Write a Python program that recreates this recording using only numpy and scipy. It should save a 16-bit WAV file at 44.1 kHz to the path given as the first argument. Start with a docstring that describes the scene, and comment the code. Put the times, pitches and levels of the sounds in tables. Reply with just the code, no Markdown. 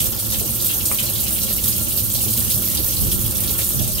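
"""A fibreglass boat compartment, with a jet of water falling into it from a small nozzle.
The jet breaks into lumps that burst into fizzing droplets; some slap the wet floor in a splash
of small bubbles. The pool glugs as air is dragged under, and the compartment drums under the stream.
Wind rumbles on the microphones, and there is one light knock."""
import sys
import numpy as np
from scipy import signal
from scipy.fft import rfft, irfft
from scipy.io import wavfile

SR = 44100
rng = np.random.default_rng(int(sys.argv[2]) if len(sys.argv) > 2 else 0)


def generate_wav(signal):
    """Clip the signal to [-1, 1] and save it as 16-bit WAV at the path in sys.argv[1]."""
    frames = np.transpose(np.atleast_2d(signal))
    scaled = np.clip(frames, -1, 1) * 32767
    pcm = np.round(scaled).astype(np.int16)
    wavfile.write(sys.argv[1], SR, pcm)


N = 176400

# Flow of fine spray. Each row: time in seconds, relative level in dB.
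SPRAY_FLOW = [(0, -18.5), (.15, -25.5), (.6, -23), (1.1, -23), (1.4, -23), (1.65, -23.5), (2, -23.5),
              (2.5, -22), (2.95, -23.5), (3.25, -23.5), (3.6, -23), (4, -23.5)]
# Compartment resonances. Each row: frequency in Hz, width in Hz, lift in dB.
COMPARTMENT_MODES = [(61, 11, 6), (112.3, 28, 11), (213, 73, 5), (311.2, 12.5, 8), (526.4, 24, 12),
                     (612.3, 29, 10), (867, 47, -4), (1088, 13, 10.5), (1381, 30, 10.5), (1740, 82, 5)]
LEFT_LEAD_S = 0.00026


def amp(db):
    """Decibels to gain."""
    return 10 ** (np.asarray(db) / 20)


def unit_rms(x):
    """Scale to rms 1."""
    return x / np.sqrt(np.mean(x ** 2) + 1e-20)


def at_hz(points, hz):
    """Interpolate on a log-frequency axis."""
    f, value = np.transpose(points)
    return np.interp(np.log(hz + 1), np.log(f), value)


def envelope(points):
    """Level curve to gain per sample."""
    return amp(np.interp(np.arange(N) / SR, *np.transpose(points)))


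def colour(x, spectrum, modes=(), size=8192):
    """Minimum-phase filter: spectrum plus modes. Output at rms 1."""
    hz = abs(np.fft.fftfreq(size, 1 / SR))
    db = at_hz(spectrum, hz) + sum(lift / (1 + (2 * (hz - f) / width) ** 2) for f, width, lift in modes)
    response = np.exp(np.conj(signal.hilbert(np.log(amp(db)))))
    taps = np.fft.ifft(response).real[:size // 2]
    return unit_rms(signal.oaconvolve(x, taps[None], axes=1)[:, :N])


def impacts(per_s, spread_db, size=N):
    """Random impulses of either sign; a positive spread makes a few large."""
    draw = rng.uniform(-1, 1, size) * SR / per_s
    x, at = np.zeros(size), np.flatnonzero(abs(draw) < 1)
    excess = np.minimum(-np.log(abs(draw[at]) + 1e-12), 3.5)
    x[at] = amp(spread_db * excess) * np.sign(draw[at])
    return unit_rms(x)


def swell(t, rise_s, fade_s):
    """Power of one lump: linear rise, exponential fade."""
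    return np.clip(t / rise_s, 0, 1) * np.exp(-np.maximum(t - rise_s, 0) / fade_s)


def lumps(per_s, spread_db, fade_s, steady):
    """Gain of a stream arriving in small random lumps over a steady share."""
    arrivals = abs(impacts(per_s, spread_db)) + 1e-12
    power = signal.lfilter([1], [1, -np.exp(-1 / (fade_s * SR))], arrivals)
    return unit_rms(np.sqrt(power / power.mean() + steady))


def walls(x, wet, lead_s=LEFT_LEAD_S, t60_s=0.11, size=2048):
    """Direct sound at two microphones plus short wall reflections."""
    t = np.arange(size) / SR
    taps = rng.standard_normal((2, size)) * (rng.random((2, size)) < .2) * amp(-60 * t / t60_s)
    taps *= wet / np.linalg.norm(taps, axis=1, keepdims=True)
    taps[0, round(max(-lead_s, 0) * SR)] += 1
    taps[1, round(max(lead_s, 0) * SR)] += 1
    return signal.oaconvolve(x[None], taps, axes=1)[:, :len(x)]


def bubbles(gain, lo_hz, hi_hz, per_s, spread_db, ring_s, clumping, wet, bands, size, lead_s=LEFT_LEAD_S):
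    """Bubbles ring as short rising pings; each pitch band has its own clumps."""
    t, out = np.arange(size) / SR, np.zeros((2, N))
    for band in range(bands):
        births = impacts(per_s / bands, spread_db)
        at = np.flatnonzero(births)[:, None]
        hz = lo_hz + (hi_hz - lo_hz) * (band + rng.random(N)[at]) / bands
        phase = 2 * np.pi * hz * t * (1 + 0.016 * t / ring_s)
        pings = births[at] * np.exp(-t / ring_s) * np.sin(phase)
        train = np.bincount((at + np.arange(size)).ravel(), pings.ravel(), N)[:N]
        clumps = unit_rms(lumps(per_s=57, spread_db=0.5, fade_s=0.011, steady=0.21) ** clumping)
        out += walls(train * gain * clumps, wet, lead_s)
    return out


def bubble_cloud(start_s, db, hz, shape, per_s, rise_s, fade_s, wet, modes=(), size=8192):
    """A short cloud of bubbles: impulses filtered around one pitch."""
    t, out = np.arange(size) / SR, np.zeros((2, N + 2 * size))
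    births = impacts(per_s, spread_db=-3.0, size=size) * np.sqrt(swell(t, rise_s, fade_s))
    spectrum = [(ratio * hz, level) for ratio, level in shape]
    cloud = colour(walls(births, wet), spectrum, modes, size=4096)
    start, length = round(start_s * SR), cloud.shape[1]
    out[:, start:start + length] = amp(db) * cloud * np.sqrt(fade_s * SR / length)
    return out[:, :N]


def wind():
    """Gusts rumble independently on each microphone."""
    # Each row: time in seconds, relative level in dB.
    gusts = [(0, -26.5), (.2, -45), (.34, -30), (.47, -44), (.62, -41.5), (2, -32.5), (2.65, -41),
             (2.77, -30), (2.92, -33.5), (3.04, -20), (3.15, -23.5), (3.36, -29), (3.51, -26), (3.7, -34.5),
             (3.8, -20.5), (4, -30)]
    # Each row: frequency in Hz, relative level in dB.
    spectrum = [(15, -22), (35, -2.5), (70, 2.5), (110, 1.5), (180, -4), (400, -17.5), (1200, -70.5)]
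    return amp(-1) * envelope(gusts) * colour(rng.standard_normal((2, N)), spectrum)


def knock(start_s=.915):
    """One light knock rings the fibreglass."""
    # Each row: frequency in Hz, relative level in dB, T60 in seconds.
    panel_modes = [(264, -12, 0.048), (437, -10, 0.042), (565, -2, 0.036), (806, -12, 0.016),
                   (1130, 1, 0.018), (1240, 2, 0.014), (2060, 5, 0.0075), (2320, 4.5, 0.011)]
    t = np.maximum(np.arange(N) / SR - start_s, 0)
    ring = sum(amp(db - 60 * t / t60_s) * np.sin(2 * np.pi * hz * t) for hz, db, t60_s in panel_modes)
    return amp(-25) * walls(ring, wet=1.0, lead_s=.0001)


def floor_beating(spectrum, shared):
    """The stream beats on the floor and excites the compartment modes."""
    # Standing waves reach the microphones out of step. Each row: frequency in Hz, left lead in radians.
    phase_lead = [(60, -0.5), (220, -0.08), (320, 2), (420, 1.27), (540, 0.53), (700, 1.44), (950, 0.73),
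                  (1200, 1.2), (1400, 2), (1800, 5), (3700, 21)]
    common, left, right = (impacts(per_s=2500, spread_db=2.5) for _ in range(3))
    lag_rad = at_hz(phase_lead, np.fft.rfftfreq(N, 1 / SR))
    lagged = irfft(rfft(common) * np.exp(-1j * lag_rad), N)
    force = np.array([left, right]) + shared * np.array([common, lagged])
    force *= lumps(per_s=55, spread_db=-0.5, fade_s=0.019, steady=1.0)
    return colour(force, spectrum, COMPARTMENT_MODES)


def drumming():
    """A deep boom and a hollow ring, each swelling as the jet wanders."""
    # Each row: time in seconds, relative level in dB.
    boom_levels = [(0, -40), (.5, -37.5), (1, -38), (1.6, -35.5), (2, -38), (2.55, -33), (3.1, -41.5),
                   (3.7, -35.5), (4, -43)]
    ring_levels = [(0, -36), (.25, -40.5), (.41, -40), (.55, -38), (1.9, -40), (2.4, -40), (2.65, -38.5),
                   (3.3, -38.5), (3.55, -38), (3.71, -39.5), (3.85, -41), (4, -40)]
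    # Each row: frequency in Hz, relative level in dB.
    boom_spectrum = [(20, -31), (55, 2), (110, -1.5), (150, -8), (230, -1.5), (275, -17.5), (340, -13.5),
                     (460, -21), (1000, -47)]
    ring_spectrum = [(150, -20), (280, -2.5), (350, 6.5), (420, -4), (470, -4.5), (590, -3.5), (690, -12.5),
                     (830, -2.5), (980, -11.5), (1250, -8.5), (1600, -10.5), (2100, -23), (4000, -32.5)]
    boom = amp(7) * envelope(boom_levels) * floor_beating(boom_spectrum, shared=1.08)
    ring = amp(1.5) * envelope(ring_levels) * floor_beating(ring_spectrum, shared=1.18)
    return boom + ring


def gurgle():
    """Larger bubbles plop in the shallow pool."""
    # Each row: frequency in Hz, relative level in dB.
    spectrum = [(200, 2.5), (420, -1), (900, -2.5), (1500, -1.5), (2200, 3.5), (4000, -38)]
    plops = bubbles(1, lo_hz=369, hi_hz=2003, per_s=260, spread_db=8.5, ring_s=0.003,
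                    clumping=0.21, wet=0.6, bands=2, size=1280)
    return amp(-48.5) * colour(plops, spectrum)


def glugs():
    """The jet drags air pockets into the pool; the compartment rings with them."""
    # Each row: start in seconds, level in dB, pitch in Hz.
    pockets = [(0.323, -32, 860), (.41, -26, 452), (.89, -33.5, 710), (2.26, -28, 402), (2.576, -33, 400),
               (2.78, -28.5, 373), (3.021, -32, 352), (3.355, -44, 420), (3.485, -32, 398),
               (3.541, -40, 1180), (3.585, -33.5, 600), (3.785, -30, 348), (3.80, -30, 614),
               (3.88, -31, 620)]
    # Each row: multiple of the pitch, relative level in dB.
    shape = [(.35, -19.5), (.7, -5.5), (1, 5), (1.4, -10), (2.5, -17), (6, -46)]
    return sum(bubble_cloud(start_s, db, hz, shape, per_s=780, rise_s=0.0033, fade_s=0.0091,
                            wet=2.2, modes=COMPARTMENT_MODES) for start_s, db, hz in pockets)


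def splash():
    """The jet churns the wet floor into clumps of ringing bubbles."""
    # Each row: frequency in Hz, relative level in dB.
    spectrum = [(500, -15), (1200, -23), (2000, -3.5), (2550, -2), (2850, 2), (3300, -1.5), (4000, 0.5),
                (5000, -3.5), (7000, 4), (12000, -29)]
    churn = lumps(per_s=49, spread_db=4.5, fade_s=0.0059, steady=1.0)
    pings = bubbles(churn, lo_hz=2230, hi_hz=6243, per_s=1500, spread_db=2, ring_s=0.0015,
                    clumping=0.96, wet=2.04, bands=5, size=512)
    return amp(-35) * colour(pings, spectrum)


def slaps():
    """Large lumps hit the floor with a crisp slap of small bubbles."""
    # Each row: start in seconds, relative level in dB, bubble pitch in Hz.
    landings = [(.002, -17, 3120), (.172, -27, 3500), (.248, -27, 3700), (0.32, -20, 4160),
                (.342, -18, 3080), (.60, -20.5, 4070), (.643, -24, 3500), (.69, -17, 3150),
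                (0.713, -26, 3680), (0.9833, -13, 2800), (1.009, -30, 3630), (1.059, -18, 4250),
                (1.152, -18, 3700), (1.192, -22, 4210), (1.265, -19.5, 3080), (1.356, -22, 2770),
                (1.41, -22.5, 4200), (1.497, -20, 3970), (1.639, -25.5, 3550), (1.909, -24, 3230),
                (1.973, -18.5, 4250), (2.101, -24, 3660), (2.148, -17.5, 4300), (2.186, -22.5, 4060),
                (2.277, -20.5, 3500), (2.368, -23.5, 3800), (2.503, -16.5, 4100), (2.709, -25, 3770),
                (2.771, -15.5, 4300), (2.966, -18.5, 4140), (3.115, -20, 3200), (3.437, -22, 3300),
                (3.475, -19, 4370), (3.587, -18.5, 2220), (3.612, -20, 3700), (3.9795, -19, 2820)]
    # Each row: multiple of the pitch, relative level in dB.
    shape = [(.3, -27), (.6, -13), (.78, -5.5), (1, 0.5), (1.3, -5), (1.7, -11), (3.5, -16)]
    return sum(bubble_cloud(start_s, db - 6, hz, shape, per_s=2200, rise_s=0.00067, fade_s=0.0093,
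                            wet=1.0) for start_s, db, hz in landings)


def sizzle():
    """The finest bubbles flutter in a high band, in swarms."""
    swarms = lumps(per_s=35, spread_db=5, fade_s=0.013, steady=0.23)
    pings = bubbles(swarms, lo_hz=11200, hi_hz=14200, per_s=2200, spread_db=4.5, ring_s=0.00057,
                    clumping=1.0, wet=1.2, bands=4, size=160, lead_s=0)
    return amp(-12) * envelope(SPRAY_FLOW) * unit_rms(pings)


def bursts(rise_s=0.0031, fade_s=0.011):
    """Gain of the spray as large lumps burst; their powers add."""
    # Each row: mid-rise time in seconds, relative level in dB.
    events = [(.022, -21), (.19, -8.5), (.395, -6), (.53, -27), (.61, -11), (.738, -14), (.8535, -6),
              (.941, -10), (.9901, -8), (1.0276, -6), (1.155, -15), (1.2301, -13), (1.33, -9), (1.5274, -9),
              (1.6377, -5), (1.6781, -3.5), (1.76, -27), (1.885, -10), (2.2169, -8), (2.375, -15),
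              (2.502, -7), (2.5571, -8.5), (2.7094, -9.5), (2.829, -8), (2.875, -13), (3.0065, -8),
              (3.1158, -5.5), (3.3548, -8.5), (3.5872, -9.5), (3.665, -9)]
    t = np.arange(N) / SR
    power = sum(amp(db) ** 2 * swell(t - at_s + rise_s / 2, rise_s, fade_s) for at_s, db in events)
    return amp(-11.5) * np.sqrt(power)


def spray(bands=12, drops_per_s=14000, ring_s=0.00021, clumping=0.59, scatter_s=.0002):
    """Fine droplets fizz on the walls; each size lands in its own clumps, left and right of the jet."""
    # Each row: frequency in Hz, relative level in dB.
    spectrum = [(1500, -35), (2800, -17), (5000, -13), (6300, -11.5), (7600, -10), (8900, -4), (10700, -6),
                (11600, -3.5), (12450, 0), (13400, -4), (15700, -4.5)]
    small_lumps = lumps(per_s=110, spread_db=1.0, fade_s=0.0065, steady=1.0)
    gain = np.hypot(amp(1.5) * envelope(SPRAY_FLOW) * small_lumps, bursts())
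    radius = np.exp(-1 / (ring_s * SR))
    out = np.zeros((2, N))
    for hz in np.linspace(3500, 16000, bands):
        resonator = [1, -2 * radius * np.cos(2 * np.pi * hz / SR), radius ** 2]
        clumps = unit_rms(lumps(per_s=140, spread_db=11.0, fade_s=0.0019, steady=0.76) ** clumping)
        clumps *= lumps(per_s=45, spread_db=4.0, fade_s=0.02, steady=0.96)
        for side in (-1, 1):
            drops = np.tanh(impacts(drops_per_s / bands / 2, spread_db=4.5) / 10)  # soft cap on size
            pings = signal.lfilter([1, 0, -1], resonator, gain * clumps * drops)
            out += walls(pings, wet=0.64, lead_s=side * scatter_s * rng.random() ** 2)
    return colour(out, spectrum) * np.sqrt(np.mean(gain ** 2))


def scene():
    """Water, compartment and wind, in stereo."""
    return spray() + sizzle() + splash() + slaps() + glugs() + gurgle() + drumming() + wind() + knock()


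def record(dry, cutoff_hz=15780):
    """Two microphones of unequal colour, then a low-pass."""
    # Each row: frequency in Hz, left minus right in dB.
    balance = [(60, -4.5), (380, -3.5), (700, 0.5), (1350, 3), (2400, 0), (3700, -2), (5200, 0.5),
               (6600, 1.5), (7600, -3), (8700, 3.5), (10800, -2), (12400, -7), (14000, -3.5), (15700, -4)]
    tilt_db = at_hz(balance, np.fft.rfftfreq(N, 1 / SR)) / 2
    heard = irfft(rfft(dry) * amp([tilt_db, -tilt_db]), N)
    lowpass = signal.firwin(1023, cutoff_hz, window=("kaiser", 9), fs=SR)
    return signal.oaconvolve(heard, lowpass[None], "same")


dry = scene()
out = record(dry)
generate_wav(out)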